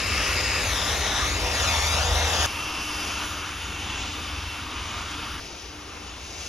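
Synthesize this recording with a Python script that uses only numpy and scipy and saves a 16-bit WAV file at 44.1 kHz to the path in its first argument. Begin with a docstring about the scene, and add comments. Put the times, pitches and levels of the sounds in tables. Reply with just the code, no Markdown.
"""On a woodland path a battery leaf blower clears dry leaves, in three shots joined by hard cuts: walking up
close, walking away, and far off. The jet is noise coloured by the blower tube and combed by its own ground echo,
which sweeps as the nozzle swings; bands of noise make its roar on the ground and the fan's intake hiss.
Sines make the fan's hum and whine, a hollow moan and a far engine's drone over a dull rumble;
blown leaves are treble hiss sprinkled with short ticks."""
import sys
import numpy as np
from scipy import signal
from scipy.fft import rfft, irfft, next_fast_len
from scipy.io import wavfile
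from scipy.ndimage import uniform_filter1d

SR = 44100
rng = np.random.default_rng(int(sys.argv[2]) if len(sys.argv) > 2 else 0)


def master(y):
    """Save y as 16-bit WAV."""
    cut = np.clip(np.atleast_2d(y).T, -1, 1)
    pcm = np.round(cut * 32767)  # scale
    wavfile.write(sys.argv[1], SR, pcm.astype(np.int16))


N = 285768
T = np.arange(N) / SR
HOP = 512  # samples between noise frames
HZ = np.fft.rfftfreq(4 * HOP, 1 / SR)
FRAME_S = np.arange(N // HOP + 5) * HOP / SR
RUSH_FROM_HZ, RUSTLE_FROM_HZ = 1000, 8700  # the rush level is set above the first; leaf hiss takes over at the second


def gain_of(db):
    """Decibels to amplitude."""
    return 10 ** (np.asarray(db) / 20)


def evened(x):
    """Scales to rms 1."""
    return x / np.sqrt(np.mean(x ** 2) + 1e-20)


def unit_power(power, band):
    """Scales a power spectrum so that the band sums to 1."""
    return power / power[band].sum()


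def follow(rows, t):
    """The columns of a curve table at times t, in straight lines from point to point."""
    s, *columns = np.transpose(rows)
    return [np.interp(t, s, c) for c in columns]


def read(points, hz, order=0):
    """One column of a spectrum table on a log-frequency axis."""
    f, *columns = np.transpose(points)
    return np.interp(np.log(hz + 1), np.log(f + 1), columns[order])


def drift(rate_hz):
    """Slow random wander of rms 1: white noise under a Gaussian lowpass."""
    n = next_fast_len(N)
    lowpass = np.exp(-(np.fft.rfftfreq(n, 1 / SR) / rate_hz) ** 2)
    return evened(irfft(rfft(rng.standard_normal(n)) * lowpass, n)[:N])


def patches(size):
    """A random field of rms 1 over frames and bins, smooth over size = (frames, bins)."""
    field = rng.standard_normal((len(FRAME_S), len(HZ)))
    smooth_in_time = uniform_filter1d(field, size[0], 0)
    return evened(uniform_filter1d(smooth_in_time, size[1], 1))


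# Air columns of the tube and fan housing. Each row: centre in Hz, width at half the lift in Hz,
# lift in dB before the shot's ring and the treble damping scale it.
TUBE_RESONANCES = [(760, 95, 1.4), (955, 106, 1.2), (1201, 122, 3.3), (1399, 128, 3.5), (1681, 111, 2.7),
                   (1894, 79, 4.2), (2138, 72, 3.4), (2280, 105, 5.0), (2489, 80, 6.0), (2700, 159, 4.5),
                   (2947, 111, 5.0), (3055, 98, 3.7), (3269, 92, 5.0), (3493, 117, 4.8), (3631, 155, 4.3),
                   (3795, 135, 4.1), (4028, 165, 3.5), (4295, 78, 3.4), (4509, 124, 1.9), (4871, 203, 6.9),
                   (5046, 229, 5.0), (5452, 153, 2.4), (5587, 150, 1.9), (5922, 227, 6.5), (6155, 219, 4.7),
                   (6656, 192, 8.4), (6864, 232, 5.7), (7455, 163, 4.3)]


def tube_power(shot, ring=(1.45, 1, .95), damp_hz=(3600, 7500, 9500)):
    """Resonances of the air in the tube; the open nozzle reflects less treble, so the upper ones are flatter."""
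    lift_db = sum(lift * .5 ** ((2 * (HZ - hz) / width) ** 2) for hz, width, lift in TUBE_RESONANCES)
    return gain_of(ring[shot] * lift_db / np.sqrt(1 + (HZ / damp_hz[shot]) ** 2)) ** 2


def hump(tube, db, hz, octaves):
    """Power spectrum of a band of noise around hz, coloured by the tube."""
    power = tube * np.exp(-.5 * (np.log2((HZ + 1) / hz) / octaves) ** 2)
    return power / power.sum(axis=-1, keepdims=True) * gain_of(db) ** 2


# Turbulence of the bare jet. Each row: frequency in Hz, then relative density in dB per Hz
# close, walking away, far off.
TURBULENCE_SPECTRUM = [(151, -16.5, -7.5, -4.5), (260, -13, -5.5, -4), (383, -4.5, -6.5, 0),
                       (580, -6, -11.5, -4), (970, -7, -4, -3.5), (1370, -9.5, -7, -6),
                       (1880, -8.5, -10.5, -8), (2240, -9.5, -8.5, -5.5), (3020, -10, -7.5, -6),
                       (3870, -9.5, -13, -9), (4740, -13.5, -15, -10.5), (5450, -10, -12, -5),
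                       (6560, -12.5, -15.5, -8.5), (7900, -15.5, -21, -18), (8300, -18.5, -21, -14),
                       (9000, -13.5, -13.5, -12), (12040, -21.5, -25.5, -23.5), (13600, -31, -27, -33),
                       (14900, -31.5, -39, -34)]


def jet_colour(shot, tube):
    """Turbulence spectrum as the tube colours it."""
    return gain_of(read(TURBULENCE_SPECTRUM, HZ, order=shot)) ** 2 * tube


# Jet level as aim and distance change, one curve a shot. Each row: time in seconds, level in dB before trim.
RUSH_LEVEL = [
    [(0, -24), (.6, -23), (1.0, -25), (1.18, -23), (1.43, -27), (1.7, -21), (1.92, -21), (2.12, -25.5),
     (2.28, -22.5), (2.46, -21.5)],
    [(2.46, -29.5), (2.85, -27.5), (3.12, -26), (3.55, -34), (4.02, -29), (4.3, -32.5), (4.62, -35),
     (5.0, -30.5), (5.4, -35)],
    [(5.4, -36.5), (5.7, -39), (6.15, -38), (6.48, -34)],
]


def loudness(shot, t):
    """The jet's usual level in a shot, and its swing about that level at times t, in dB."""
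    usual_db = np.mean(RUSH_LEVEL[shot], axis=0)[1]
    return usual_db, follow(RUSH_LEVEL[shot], t)[0] - usual_db


# Starts of the three shots and the end of the last, in seconds.
SHOT_CUTS = [0, 2.462, 5.4, 6.5]
# The treble beams along the tube, so it follows the aim more than the bass. Each row: frequency in Hz,
# then share of the swing in level close, walking away, far off.
BEAM_SHARE = [(300, .08, 0.49, .08), (716, 0.1, 0.95, .02), (1600, 1.02, 0, 0.2), (3000, 0.49, 0.59, 0.77),
              (5800, 0.84, 0.79, 2.1)]


def rush_power(shot, colour, t, trim_db=(0.1, -.6, .1)):
    """The jet's rush below the leaf hiss; it brightens as the blower comes up to the microphone."""
    brighten_db_per_octave_s, pivot_hz = 0.5, 3100
    usual_db, aim_db = loudness(shot, t)
    rush_db = usual_db + trim_db[shot] + read(BEAM_SHARE, HZ, order=shot) * aim_db
    if shot == 0:
        octaves = np.log2(np.maximum(HZ, RUSH_FROM_HZ) / pivot_hz)
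        rush_db = rush_db + brighten_db_per_octave_s * (t - SHOT_CUTS[1] / 2) * octaves
    return unit_power(colour * (HZ <= RUSTLE_FROM_HZ), HZ > RUSH_FROM_HZ) * gain_of(rush_db) ** 2


# Rustle of blown leaves, one curve a shot. Each row: time in seconds, level of the hiss in dB.
RUSTLE_LEVEL = [
    [(0, -41), (0.85, -38), (1.5, -40.5), (1.7, -36.5), (2.2, -40), (2.46, -33)],
    [(2.46, -42.5), (3.27, -43.5), (3.55, -49.5), (5.4, -50)],
    [(5.4, -54.5), (6.15, -56), (6.48, -49.5)],
]


def leaf_hiss_power(shot, colour, t, clump_db=1.3):
    """Blown leaves merge into treble hiss, uneven as they come in clumps."""
    leafy = HZ > RUSTLE_FROM_HZ
    level_db = follow(RUSTLE_LEVEL[shot], t)[0] + clump_db * patches(size=(8, 250))
    return unit_power(colour * leafy, leafy) * gain_of(level_db) ** 2


# Roar of the jet striking the ground, at times narrowing to a hoot, one curve a shot.
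# Each row: time in seconds, level in dB, centre in Hz, width in octaves (standard deviation).
GROUND_ROAR = [
    [(0, -46, 1210, .08), (.19, -31.5, 1240, .07), (.4, -41, 1100, 0.18), (.7, -34.5, 734, 0.53),
     (1.08, -33.5, 730, 0.19), (1.17, -30.5, 950, 0.33), (1.23, -28, 1186, 0.041), (1.3, -42, 1250, .12),
     (1.37, -35, 840, 0.25), (1.5, -29, 755, 0.34), (1.8, -37.5, 664, 0.23), (2.05, -28.5, 705, 0.3),
     (2.46, -30, 697, 0.39)],
    [(2.46, -37.5, 1080, .25), (3.3, -37, 1270, 0.23), (3.6, -40.5, 1340, 0.23), (4.1, -47, 1310, 0.27),
     (4.85, -40, 1140, 0.17), (5.4, -39.5, 1450, 0.24)],
    [(5.4, -64, 1000, .4), (5.8, -45.5, 1250, 0.31), (6.48, -55, 700, 0.33)],
]


def roar_power(shot, tube, t):
    """The jet lands on the ground and roars in a band that moves and changes width."""
    return hump(tube, *follow(GROUND_ROAR[shot], t))


# Fan settings. Each row, one a shot: mean speed in turns per second, Doppler sway in turns per second,
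# twice-a-turn hum in dB, trim of the blade whine in dB, intake hiss over the untrimmed whine in dB,
# centre of that hiss in Hz.
FAN_SETTINGS = [(299.6, 0.765, -48, -4.5, -7, 2600), (300.4, 1.36, -60, -5, -4.5, 2950),
                (298, 0.24, -71, -2, -4, 2900)]
# Blade whine, one curve a shot. Each row: time in seconds, level in dB before trim.
WHINE_LEVEL = [
    [(0, -32.5), (.5, -32), (.8, -40), (1.55, -41), (1.66, -32), (1.8, -41), (2.1, -41), (2.3, -35),
     (2.46, -39)],
    [(2.46, -37), (2.7, -34), (3.0, -37), (3.45, -43.5), (4.0, -36.5), (4.2, -50), (4.48, -37), (4.8, -60),
     (5.4, -52)],
    [(5.4, -55), (6.25, -58), (6.48, -43)],
]


def intake_power(shot, tube, t, octaves=0.092):
    """Air drawn into the fan hisses in a narrow band that swells with the whine."""
    *_, intake_db, intake_hz = FAN_SETTINGS[shot]
    return hump(tube, follow(WHINE_LEVEL[shot], t)[0] + intake_db, intake_hz, octaves)


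# Turning points of the nozzle's swings, one list a shot. Each row: time in seconds,
# lag of the ground echo in ms, its strength from 0 to 1 before the ground's treble response.
NOZZLE_SWINGS = [
    [(0, .38, .45), (.25, .352, .33), (.4, .377, .41), (.59, .384, .45), (.827, .547, .42), (1, .462, .25),
     (1.167, .504, .43), (1.486, .337, .33), (1.781, .87, .48), (2.207, .475, .34), (2.39, .584, .33)],
    [(2.46, .34, .2), (2.95, .345, .22), (3.4, .27, .05), (3.9, .25, .19), (4.4, .2, .12), (4.9, .235, .13),
     (5.4, .19, .18)],
    [(5.4, .19, .18), (6.48, .21, .05)],
]


def nozzle(shot, t):
    """Lag in seconds and strength of the ground echo, easing from swing to swing."""
    s, ms, share = np.transpose(NOZZLE_SWINGS[shot])
    count = np.arange(len(s))
    swing, part = np.divmod(np.interp(t, s, count), 1)
    place = swing + np.sin(np.pi / 2 * part) ** 2
    return np.interp(place, count, ms) / 1000, np.interp(place, count, share)


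def ground_echo(sound, shot, turn=1.04, soft_hz=9750, again=.5, again_turn=-1.4):
    """Comb of direct sound, bounce and weaker second bounce; leaf litter turns their phase and soaks up treble."""
    hz, t, z = signal.stft(sound, SR, nperseg=HOP)
    hz = hz[:, None]
    lag, share = nozzle(shot, t)
    path = np.exp(1j * (2 * np.pi * hz * lag + turn))
    bounce = share * (1 + .3 * hz / soft_hz) / (1 + (hz / soft_hz) ** 6)
    second = again * bounce ** 2
    mixed = abs(1 + bounce * path + second * np.exp(1j * again_turn) * path ** 2)
    comb = mixed / np.sqrt(1 + bounce ** 2 + second ** 2)  # only the level of each band changes
    return signal.istft(z * comb, SR, nperseg=HOP)[1][:, :N]


# Left minus right, one list a shot and a last for up close once the nozzle has crossed over.
# Each row: frequency in Hz, difference in dB.
STEREO_BALANCE = [
    [(500, 1.6), (1100, -.8), (1400, -.6), (1720, -2.3), (2100, 0), (2700, 2.4), (3250, 5.6), (4480, 6.2),
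     (4950, 14), (5300, 12.5), (6400, 3.5), (6750, 3.8), (7800, 0)],
    [(600, 1.9), (1100, .5), (1800, 0), (2400, 1.6), (3600, 2), (4300, .9), (5000, 2.3), (5900, .2),
     (6900, 1.7), (7800, 0)],
    [(200, 1.4), (1100, 2.8), (1700, .8), (2100, 2.8), (2900, 1.9), (5000, 4), (6100, 2.2), (6800, 3.8),
     (7800, 0)],
    [(350, 1.4), (850, -1), (1750, -2), (2500, 3), (2950, 8), (3600, 10.8), (4300, 10.6), (4700, 7.5),
     (6000, .8), (6700, 1.8), (7800, 0)],
]
# Phase between left and right; above 7.7 kHz set band by band: opposed, alike, opposed.
# Each row: frequency in Hz, then left lead in radians close, walking away, far off, crossed over.
STEREO_LEAD = [(200, 0, 0, .1, 0), (700, -.35, -.17, .2, -.5), (1700, -.6, -.05, 0, -.75),
               (2300, 0, .2, .5, -.75), (3000, 0, .65, 1.1, -.05), (4000, 0, .05, .6, .15),
               (4600, -.55, .3, 1, 1.75), (4900, -.4, .65, 1.3, 1.8), (5300, .7, .2, 1.2, 1.2),
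               (6000, -.2, 0, .1, .1), (6900, -1.6, -1.1, -1.25, -1.2), (7750, -3.13, -3.13, -3.13, -3.13),
               (8750, -3.15, -3.15, -3.15, -3.15), (10600, -6.2, -6.2, -6.2, -6.2),
               (13000, -6.4, -6.6, -6.4, -6.4), (13700, -9.42, -9.42, -9.42, -9.42)]
# Likeness of left and right; in the treble set by band. Each row: frequency in Hz, then likeness from 0 to 1
# close, walking away, far off, crossed over.
STEREO_LIKENESS = [(200, .98, .98, .97, .98), (700, .82, .8, .48, .9), (1400, .95, .96, .84, .92),
                   (2800, .98, .93, .9, .86), (3800, .97, .94, .85, .75), (4400, .76, .9, .8, .4),
                   (5100, .57, .87, .89, .83), (6000, .76, .98, .92, .96), (7200, .77, .63, .7, .72),
                   (7800, 1, 1, 1, 1), (8700, 1, 1, 1, 1), (10700, .93, .93, .93, .93), (13800, 1, 1, 1, 1)]


def stereo_image(shot):
    """Gain, phase and likeness of left and right by band; up close they shift as the nozzle crosses over."""
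    cross_s, cross_takes_s = 1.2, 0.058
    crossed = (.5 + .5 * np.tanh((FRAME_S[:, None] - cross_s) / cross_takes_s)) * (shot == 0)

    def blend(before, after):
        return (1 - crossed) * before + crossed * after

    balance_db = blend(read(STEREO_BALANCE[shot], HZ), read(STEREO_BALANCE[-1], HZ))
    lead = blend(read(STEREO_LEAD, HZ, order=shot), read(STEREO_LEAD, HZ, order=-1))
    same = blend(read(STEREO_LIKENESS, HZ, order=shot), read(STEREO_LIKENESS, HZ, order=-1))
    left = gain_of(balance_db / 2) * np.exp(.5j * lead)
    pair = np.array([left, 1 / left])
    return pair / np.sqrt(np.mean(abs(pair) ** 2, axis=0)), np.clip(same, 0, 1)


def turbulence(size, pair, same):
    """Stereo noise with the given amplitude over frames and bins."""
    a, b = rng.standard_normal((2, *size.shape)) + 1j * rng.standard_normal((2, *size.shape))
    right = same * a + np.sqrt(1 - same ** 2) * b  # partly shared with the left
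    z = np.array([a, right]) * pair * size
    sound = signal.istft(z.transpose(0, 2, 1), nperseg=4 * HOP, noverlap=3 * HOP)[1][:, :N]
    return np.sqrt(3) / 2 * sound  # makes up for the overlap of the frames


def jet(shot, eddy_db=(1.1, 1.1, 1), flutter_db=0.6):
    """Gusty air noise: the rush meets its ground echo; leaf hiss, ground roar and intake are added without it."""
    t = FRAME_S[:, None]
    tube = tube_power(shot)
    colour = jet_colour(shot, tube)
    rush = rush_power(shot, colour, t)
    unechoed = leaf_hiss_power(shot, colour, t) + roar_power(shot, tube, t) + intake_power(shot, tube, t)
    gusts = gain_of(eddy_db[shot] * patches(size=(9, 6)) + flutter_db * patches(size=(5, 300)))
    pair, same = stereo_image(shot)
    echoed_sound = ground_echo(turbulence(np.sqrt(rush) * gusts, pair, same), shot)
    return echoed_sound + turbulence(np.sqrt(unechoed) * gusts, pair, same)


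# Once-a-turn hum, one curve a shot. Each row: time in seconds, level in dB.
HUM_LEVEL = [
    [(0, -57), (.8, -54), (1.15, -43.5), (1.55, -49.5), (2.0, -65), (2.46, -53)],
    [(2.46, -51), (3.0, -45), (3.55, -53), (3.85, -48.5), (4.2, -49.5), (4.5, -55), (4.75, -52), (5.0, -56),
     (5.2, -48), (5.4, -54)],
    [(5.4, -61), (5.8, -51), (6.15, -56.5), (6.35, -65)],
]


def fan(shot, wander=0.00125, flicker_db=1.2, octave_follows=0.63, left_db=0.5):
    """A slightly unbalanced rotor hums and its blades whine; the arm's swing bends the pitch, each tone flickers."""
    blades = 9
    stride_s, forward_s = 0.99, 3.77  # one arm swing a stride, fastest towards the microphone at forward_s
    speed, sway, octave_db, whine_db, *_ = FAN_SETTINGS[shot]
    aim_db = loudness(shot, T)[1]
    swing = sway * np.cos(2 * np.pi * (T - forward_s) / stride_s)
    turns = np.cumsum((speed + swing) * (1 + wander * drift(11.5))) / SR
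    tones = [(1, follow(HUM_LEVEL[shot], T)[0]),
             (2, octave_db + octave_follows * aim_db),
             (blades, follow(WHINE_LEVEL[shot], T)[0] + whine_db)]
    sound = sum(gain_of(db + flicker_db * drift(6.9)) * np.sin(2 * np.pi * k * turns) for k, db in tones)
    return np.sqrt(2) * sound * gain_of([[left_db], [-left_db]])


def leaves(shot, per_s=600, spread_db=7.0, level_db=-14.5):
    """Tumbling dry leaves tick softly against each other, many faintly and a few louder, under the leaf hiss."""
    t, out = np.arange(256) / SR, np.zeros((2, N))
    tick = t * np.exp(-t / .00018)
    pitches_hz = np.geomspace(3500, 11000, num=12)
    for hz in pitches_hz:
        strikes = rng.random(N) < per_s / len(pitches_hz) / SR
        size = gain_of(spread_db * np.minimum(rng.exponential(1, N), 3.5)) * strikes
        lead = read(STEREO_LEAD, hz, order=shot) * np.array([[.5], [-.5]])
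        ping = tick * np.sin(2 * np.pi * hz * t + lead)
        out += signal.oaconvolve(size[None], ping, axes=1)[:, :N]
    return evened(out) * gain_of(follow(RUSTLE_LEVEL[shot], T)[0] + level_db)


# Steady crank speed of the far engine in each shot, in turns per second.
CRANK_SPEED = [26, 20.5, 20.2]
# Far engine level, one curve a shot. Each row: time in seconds, level in dB before the level of each order.
ENGINE_LEVEL = [
    [(0, -55), (1.4, -45), (1.65, -33), (2.05, -24.5), (2.46, -30)],
    [(2.46, -51), (2.9, -45), (3.4, -42), (4.1, -37), (4.7, -39.5), (5.4, -39)],
    [(5.4, -52), (6.1, -48), (6.48, -40)],
]
# Engine orders, one list a shot. Each row: multiple of the crank speed, level in dB over the engine curve.
ORDER_LEVELS = [
    [(2, -15), (3, -2), (4, -26), (6, -24.5)],
    [(3, -5.5), (4, -4.5), (5, -13)],
    [(3, -3), (4, -6)],
]


def engine_drone(shot, waver_db=2.0):
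    """Only the lowest orders of a distant engine carry through the trees, each wavering in level."""
    level_db, turns = follow(ENGINE_LEVEL[shot], T)[0], CRANK_SPEED[shot] * T
    drone = np.zeros(N)
    for k, db in ORDER_LEVELS[shot]:
        size = gain_of(level_db + db + waver_db * drift(3.4))
        drone += size * np.sin(2 * np.pi * (k * turns + rng.random()))
    return np.sqrt(2) * drone


# Low background level in each shot, in dB.
RUMBLE_LEVEL = [-32.5, -43, -46.5]
# Low background spectrum. Each row: frequency in Hz, relative density in dB per Hz.
RUMBLE_SPECTRUM = [(12, -50), (25, -25), (40, -15), (55, 2), (72, -1.5), (95, -4), (130, -16), (220, -19),
                   (300, -19), (480, -122)]


def low_rumble(shot):
    """Dull background: white noise shaped down to its lowest octaves."""
    shape = gain_of(read(RUMBLE_SPECTRUM, np.fft.rfftfreq(N, 1 / SR)))
    return evened(irfft(rfft(rng.standard_normal(N)) * shape, N)) * gain_of(RUMBLE_LEVEL[shot])


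def far_background(shot):
    """Engine drone over the rumble, a little louder on the left."""
    return (engine_drone(shot) + low_rumble(shot)) * gain_of([[.7], [-.7]])


# A hollow tone that comes and goes near the blower. Each row: time in seconds, level in dB.
MOAN_LEVEL = [(0, -66), (.5, -43.5), (1.15, -54), (1.45, -43.5), (1.75, -56), (2.05, -38.5), (2.46, -49)]


def moan(wobble=.011, flicker_db=2.5, left_db=1):
    """An unsteady hollow tone that slowly sags in pitch, heard only up close."""
    start_hz, sag_hz_per_s = 509, 11
    hz = (start_hz - sag_hz_per_s * T) * (1 + wobble * drift(34))
    size = gain_of(follow(MOAN_LEVEL, T)[0] + flicker_db * drift(16.0)) * (T < SHOT_CUTS[1])
    tone = np.sqrt(2) * size * np.sin(2 * np.pi * np.cumsum(hz) / SR)
    return tone * gain_of([[left_db], [-left_db]])


def scene():
    """The three shots, cut hard one after another, and the moan of the first."""
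    out = np.zeros((2, N))
    for shot in range(len(RUSH_LEVEL)):
        within = (T >= SHOT_CUTS[shot]) & (T < SHOT_CUTS[shot + 1])
        out += (jet(shot) + fan(shot) + leaves(shot) + far_background(shot)) * within
    return out + moan()


def record(dry):
    """The recorder's band limit: a steep lowpass."""
    edge_hz = 15800
    lowpass = signal.firwin(511, edge_hz, window=("kaiser", 9), fs=SR)
    return signal.oaconvolve(dry, lowpass[None], "same")


dry = scene()
out = record(dry)
master(out)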